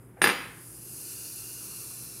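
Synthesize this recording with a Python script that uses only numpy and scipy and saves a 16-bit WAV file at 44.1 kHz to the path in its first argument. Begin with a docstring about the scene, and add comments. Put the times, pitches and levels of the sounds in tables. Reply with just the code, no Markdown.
"""A metal fork is knocked down on a wooden table and clatters to rest within a tenth of a second.
After a faint scuff, each contact cracks, knocks the board and sets the metal ringing; a small room answers.
Then a bright, steady hiss swells up, and late on a hand softly rubs sand over the wood.
Low room rumble and mains hum lie underneath. All is heard in mono, as from a single microphone."""
import sys
import numpy as np
from scipy import signal
from scipy.fft import rfft, irfft
from scipy.io import wavfile
from scipy.ndimage import map_coordinates

SR = 44100
rng = np.random.default_rng(int(sys.argv[2]) if len(sys.argv) > 2 else 0)


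def generate_wav(sig):
    """Save sig (samples, or channels by samples) to the path in sys.argv[1] as 16-bit PCM at SR."""
    pcm = np.round(np.clip(np.atleast_2d(sig).T, -1, 1) * 32767).astype(np.int16)
    wavfile.write(sys.argv[1], SR, pcm)


N = 97020
TIME = np.arange(N) / SR
BIN_HZ = np.arange(N // 2 + 1) * SR / N

# the fork's contacts with the table: start_s, knock_db, ring_db, tine_extra_db
CONTACTS = [(0.2160, -26, -52, -4), (0.2181, -0.5, -4, 13.5), (0.2392, -15, -11, 0), (0.2417, 1, 6, -4),
            (0.244, -6, -15, 0), (0.2598, -10.5, -34, 16), (0.2618, -6.5, -16, 5), (0.2724, -3, -1.5, 0.5),
            (0.2807, -23, -22, 4), (0.2912, -8, -16.5, 10.5), (0.2986, -8.5, -18.5, 8),
            (0.3025, -12.5, -13, -4)]
# heavily damped crack at the point of contact: pitch_hz, relative_db, t60_s
CRACK_MODES = [(137, -34, 0.1), (340, -18, 0.028), (1720, -4.5, 0.0082), (2770, -11, 0.0091),
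               (3640, -16, .014), (5420, -19.5, 0.01), (6700, -25, 0.0097)]
# modes of the wooden table: pitch_hz, relative_db, t60_s
TABLE_MODES = [(167, -51.5, 0.99), (216, -40, 0.44), (285.4, -41, 0.3), (344, -43, 0.18), (417, -50, 0.17),
               (459.6, -39.5, 0.14), (850, -47, 0.24), (1105, -51, .35), (1332, -47, 0.26), (1382, -35, .3),
               (1669, -33.5, 0.37), (1700, -50, 0.41), (1730, -39, 0.22), (1826, -36.5, 0.2),
               (1975, -43, 0.51), (2380, -38, 0.28), (2656, -31, 0.21), (2920, -36, 0.16),
               (3655, -52, 0.27)]
# dense ringing of the board: frequency_hz, relative_db
BOARD_SPECTRUM = [(50, -9.5), (120, -5), (220, 1.5), (350, 5), (700, -4.5), (1100, -9), (1750, -2.5),
                  (2700, -5), (3600, -8.5), (4300, -13), (7000, -20.5), (10000, -19), (13000, -38),
                  (16000, -35)]
# modes of the fork: pitch_hz, relative_db, t60_s
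FORK_MODES = [(4870, -32.5, .55), (6876, -44.5, 0.46), (7150, -53, .25), (8530, -38.5, 0.17),
              (9322, -30, 0.37), (10900, -34.5, 0.27), (11070, -47, .25), (11390, -32, 0.26),
              (14080, -43, .3), (14702, -35, .22)]
TINE_MODE = 4   # row of the tines' main note
# dull scuff before the first knock: frequency_hz, relative_db
SCUFF_SPECTRUM = [(200, -1), (500, 7), (800, 3), (1050, -8), (1500, 0), (2400, -10), (3200, -26),
                  (6000, -35), (12000, -42)]
# colour of the small room's reverberation: frequency_hz, relative_db
ROOM_SPECTRUM = [(50, -31), (200, 5), (400, 2.5), (700, -3), (1100, -1.5), (1800, 1), (2700, -2.5),
                 (4000, -10.5), (7000, -24), (10000, -35), (13000, -36), (16000, -37)]
# decay of that reverberation: frequency_hz, t60_s
ROOM_DECAY = [(100, 0.7), (400, 0.37), (1200, 0.66), (3000, 0.59), (8000, 0.61), (16000, .35)]
ROOM_BUILD_S = 0.005
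# swell of the hiss's bright top: time_s, level_db
HISS_TOP_SWELL = [(0, -62), (.15, -68.5), (.3, -50.5), (.52, -53.5), (.68, -46), (.8, -45.5), (.95, -41),
                  (1.12, -40), (1.4, -41.5), (1.9, -41), (2.2, -44)]
# colour of that top: frequency_hz, relative_db
HISS_TOP_SPECTRUM = [(3000, -28), (4400, -33), (4950, -11.5), (5500, -25), (6800, -14), (8400, -10),
                     (9200, -2.5), (9800, 0.5), (10600, -4), (12200, -5), (13400, -12), (14500, -12),
                     (16000, -24)]
# swell of the hiss's resonant body: time_s, level_db
HISS_BODY_SWELL = [(0, -98), (.55, -65), (.8, -57), (.95, -51), (1.1, -45.5), (1.3, -45.5), (1.6, -46.5),
                   (1.88, -47), (2.2, -50.5)]
# resonances of that body before they sink: pitch_hz, width_hz, relative_db
HISS_RESONANCES = [(1413, 330, -7.5), (2567, 220, -3), (2795, 176, -1), (3620, 400, -12), (4240, 164, 1.5),
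                   (4620, 490, 1), (5620, 460, -1), (6370, 1100, 1.5), (7460, 2300, -3),
                   (12900, 3900, -2.5)]
# sand rubbing on wood: frequency_hz, relative_db
RUB_SPECTRUM = [(400, -32), (800, -5), (1150, 7), (1450, 1), (1800, -25), (2600, -3), (4000, -14)]
# the room's rumble: frequency_hz, relative_db
RUMBLE_SPECTRUM = [(25, -16), (40, -47), (55, 2), (75, -7.5), (115, 2.5), (180, -2), (240, -6), (340, -1),
                   (450, -7.5), (600, -16.5), (1200, -18.5), (2200, -25.5), (5000, -46), (16000, -45)]
# mains hum: pitch_hz, level_db
HUM_PARTIALS = [(59, -69.5), (120, -58)]


def table_knocks(board_db=-22.5, board_t60_s=0.11, room_db=-28):
    """Each contact of the fork cracks, sets the board ringing and fills the room."""
    start_s, knock_db, _, _ = np.transpose(CONTACTS)
    blows = clicks(start_s, from_db(knock_db)) + chatter()
    crack = sum((-1) ** k * from_db(db) * ring(blows, hz, t60)
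                for k, (hz, db, t60) in enumerate(CRACK_MODES))
    crack = butter(crack, 4600, "low")   # the wood gives a little, which dulls the crack
    modes = sum(ring(uneven_strikes(start_s, knock_db + db), hz, t60) for hz, db, t60 in TABLE_MODES)
    board = from_db(board_db) * noise(BOARD_SPECTRUM) * fade(board_t60_s)
    diffuse = convolve(blows, board + from_db(room_db) * room_tail())
    return butter(crack + modes + diffuse, 85, "high")   # the board radiates little deep bass


def fork_ring(damping_db=10, rest_s=0.358, choke_db_per_s=350, room_db=-42.5, room_t60_s=0.58):
    """Each contact damps the fork's thin, high ring and strikes it anew; the room makes it shimmer."""
    start_s, knock_db, ring_db, tine_extra_db = np.transpose(CONTACTS)
    # harder contacts take away more of the ring
    remaining = from_db(-damping_db * np.cumsum(clicks(start_s, from_db(knock_db))))
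    direct = np.zeros(N)
    for k, (hz, db, t60) in enumerate(FORK_MODES):
        strikes = uneven_strikes(start_s, ring_db + db + tine_extra_db * (k == TINE_MODE))
        direct += remaining * ring(strikes / remaining, hz, t60)   # only later contacts damp a strike
    choke = from_db(-choke_db_per_s * np.maximum(TIME - rest_s, 0))   # the fork lies still
    direct = butter(direct, 2000, "high") * choke
    build = 1 - np.exp(-TIME / ROOM_BUILD_S)
    tail = from_db(room_db) * rng.standard_normal(N) * fade(room_t60_s) * build
    return direct + convolve(direct, tail)


def chatter(count=20, start_s=0.22, length_s=0.06, touch_db=-21.5, spread_db=1.5):
    """Tiny irregular touches between the rebounds as the fork settles."""
    times_s = start_s + length_s * (np.arange(count) + rng.random(count)) / count
    gains = from_db(touch_db + spread_db * rng.standard_normal(count))
    return clicks(times_s, gains * rng.choice([-1, 1], count))


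def scuff(start_s=0.166, attack_s=0.0067, release_s=0.089, level_db=-51.5):
    """The fork is brushed lightly before it tips."""
    envelope = np.interp(TIME, np.cumsum([start_s, attack_s, release_s]), [0, 1, 0])
    return envelope * from_db(level_db) * noise(SCUFF_SPECTRUM)


def hiss(sag_start_s=1.55, sag_per_s=0.09, flutter_db=0.39, flutter_hz=40):
    """A thin, bright hiss swells first; lower resonances fill in, then sink in pitch near the end."""
    body = sum(from_db(db) * resonate(resonate(rng.standard_normal(N), hz, width), hz, 2 * width)
               for hz, width, db in HISS_RESONANCES)
    speed = 1 - sag_per_s * np.maximum(TIME - sag_start_s, 0)
    body = map_coordinates(body, [np.cumsum(speed)], order=3, mode="reflect")
    direct = level(HISS_TOP_SWELL) * noise(HISS_TOP_SPECTRUM) + level(HISS_BODY_SWELL) * rms_one(body)
    return near_reflections(direct) * from_db(flutter_db * drift(flutter_hz))


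def sand_rub(start_s=1.57, attack_s=0.05, hold_s=0.085, release_s=0.63, level_db=-61.5):
    """A hand gathers sand, dragging the lump softly over the wood."""
    envelope = np.interp(TIME, np.cumsum([start_s, attack_s, hold_s, release_s]), [0, 1, 1, 0])
    grain_db = 1.5 * drift(rate_hz=50)
    return envelope * from_db(level_db + grain_db) * noise(RUB_SPECTRUM)


def near_reflections(direct, count=30, span_s=0.02, echo_db=-3.5):
    """Echoes off nearby surfaces reach the microphone just after the sound and ripple its colour."""
    wet = from_db(echo_db)
    echoes = clicks(span_s * rng.random(count), rng.choice([-1, 1], count) * wet / np.sqrt(count))
    return (direct + convolve(direct, echoes)) / np.sqrt(1 + wet ** 2)


def room_tail():
    """The small room's diffuse reverberation builds up quickly and dies band by band."""
    spectrum = rfft(noise(ROOM_SPECTRUM))
    centres_hz, decays_s = np.transpose(ROOM_DECAY)
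    tail = np.zeros(N)
    for share, t60 in zip(np.eye(len(centres_hz)), decays_s):
        band_gain = at_hz(list(zip(centres_hz, share)), BIN_HZ)
        tail += irfft(spectrum * band_gain, N) * fade(t60)
    return tail * (1 - np.exp(-TIME / ROOM_BUILD_S))


def room_tone(rumble_db=-53.5, waver_db=2, waver_hz=6):
    """The room's own background: low rumble and a slightly wavering mains hum."""
    hum = np.zeros(N)
    for hz, db in HUM_PARTIALS:
        amplitude = np.sqrt(2) * from_db(db + waver_db * drift(waver_hz))
        hum += amplitude * np.sin(2 * np.pi * (hz * TIME + rng.random()))
    return hum + from_db(rumble_db) * noise(RUMBLE_SPECTRUM)


def from_db(db):
    """Decibels to gain."""
    return 10 ** (np.asarray(db) / 20)


def rms_one(x):
    """Scale to rms 1."""
    return x / np.sqrt(np.mean(x ** 2) + 1e-20)


def at_hz(points, hz):
    """Read a table on a log-frequency axis."""
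    points_hz, values = np.transpose(points)
    return np.interp(np.log(np.maximum(hz, 1)), np.log(points_hz), values)


def level(points):
    """Gain over time from rows of time_s, level_db."""
    return from_db(np.interp(TIME, *np.transpose(points)))


def noise(spectrum):
    """Noise of a given colour, rms 1."""
    return rms_one(irfft(rfft(rng.standard_normal(N)) * from_db(at_hz(spectrum, BIN_HZ)), N))


def drift(rate_hz):
    """Slow random motion, rms 1."""
    return rms_one(irfft(rfft(rng.standard_normal(N)) / (1 + (BIN_HZ / rate_hz) ** 2), N))


def fade(t60):
    """Exponential decay, 60 dB down after t60 seconds."""
    return np.exp(-np.minimum(np.log(1000) * TIME / t60, 60))


def clicks(times_s, gains):
    """One click at each time."""
    return np.bincount(np.round(times_s * SR).astype(int), gains, N)


def uneven_strikes(times_s, db):
    """Clicks whose strengths scatter by about 1 dB."""
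    return clicks(times_s, from_db(db + rng.normal(0, 1, len(times_s))))


def ring(x, hz, t60):
    """A unit click sets a decaying sine of height 1 ringing."""
    radius, angle = np.exp(-np.log(1000) / (t60 * SR)), 2 * np.pi * hz / SR
    return signal.lfilter([0, np.sin(angle)], [1, -2 * radius * np.cos(angle), radius ** 2], x + 1e-18)


def resonate(x, hz, width_hz):
    """A resonance with gain 1 at its peak."""
    radius, angle = np.exp(-np.pi * width_hz / SR), 2 * np.pi * hz / SR
    feedback = [1, -2 * radius * np.cos(angle), radius ** 2]
    return signal.lfilter(np.array([1, 0, -1]) * (1 - radius ** 2) / 2, feedback, x)


def butter(x, hz, kind):
    """A gentle second-order filter."""
    return signal.sosfilt(signal.butter(2, hz, kind, fs=SR, output="sos"), x)


def convolve(x, response):
    """Pass a sound through an impulse response."""
    return signal.fftconvolve(x, response)[:N]


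def scene():
    """Table, hiss and room all sit dead centre."""
    mono = scuff() + table_knocks() + fork_ring() + sand_rub() + room_tone() + hiss()
    return np.tile(mono, (2, 1))


def record(dry, ceiling=0.95, cutoff_hz=15700):
    """The microphone chain slightly rounds the loudest clacks and cuts the top steeply."""
    rounded = ceiling * np.tanh(dry / ceiling)
    return signal.sosfilt(signal.ellip(10, .1, 80, cutoff_hz, fs=SR, output="sos"), rounded)


dry = scene()
out = record(dry)
generate_wav(out)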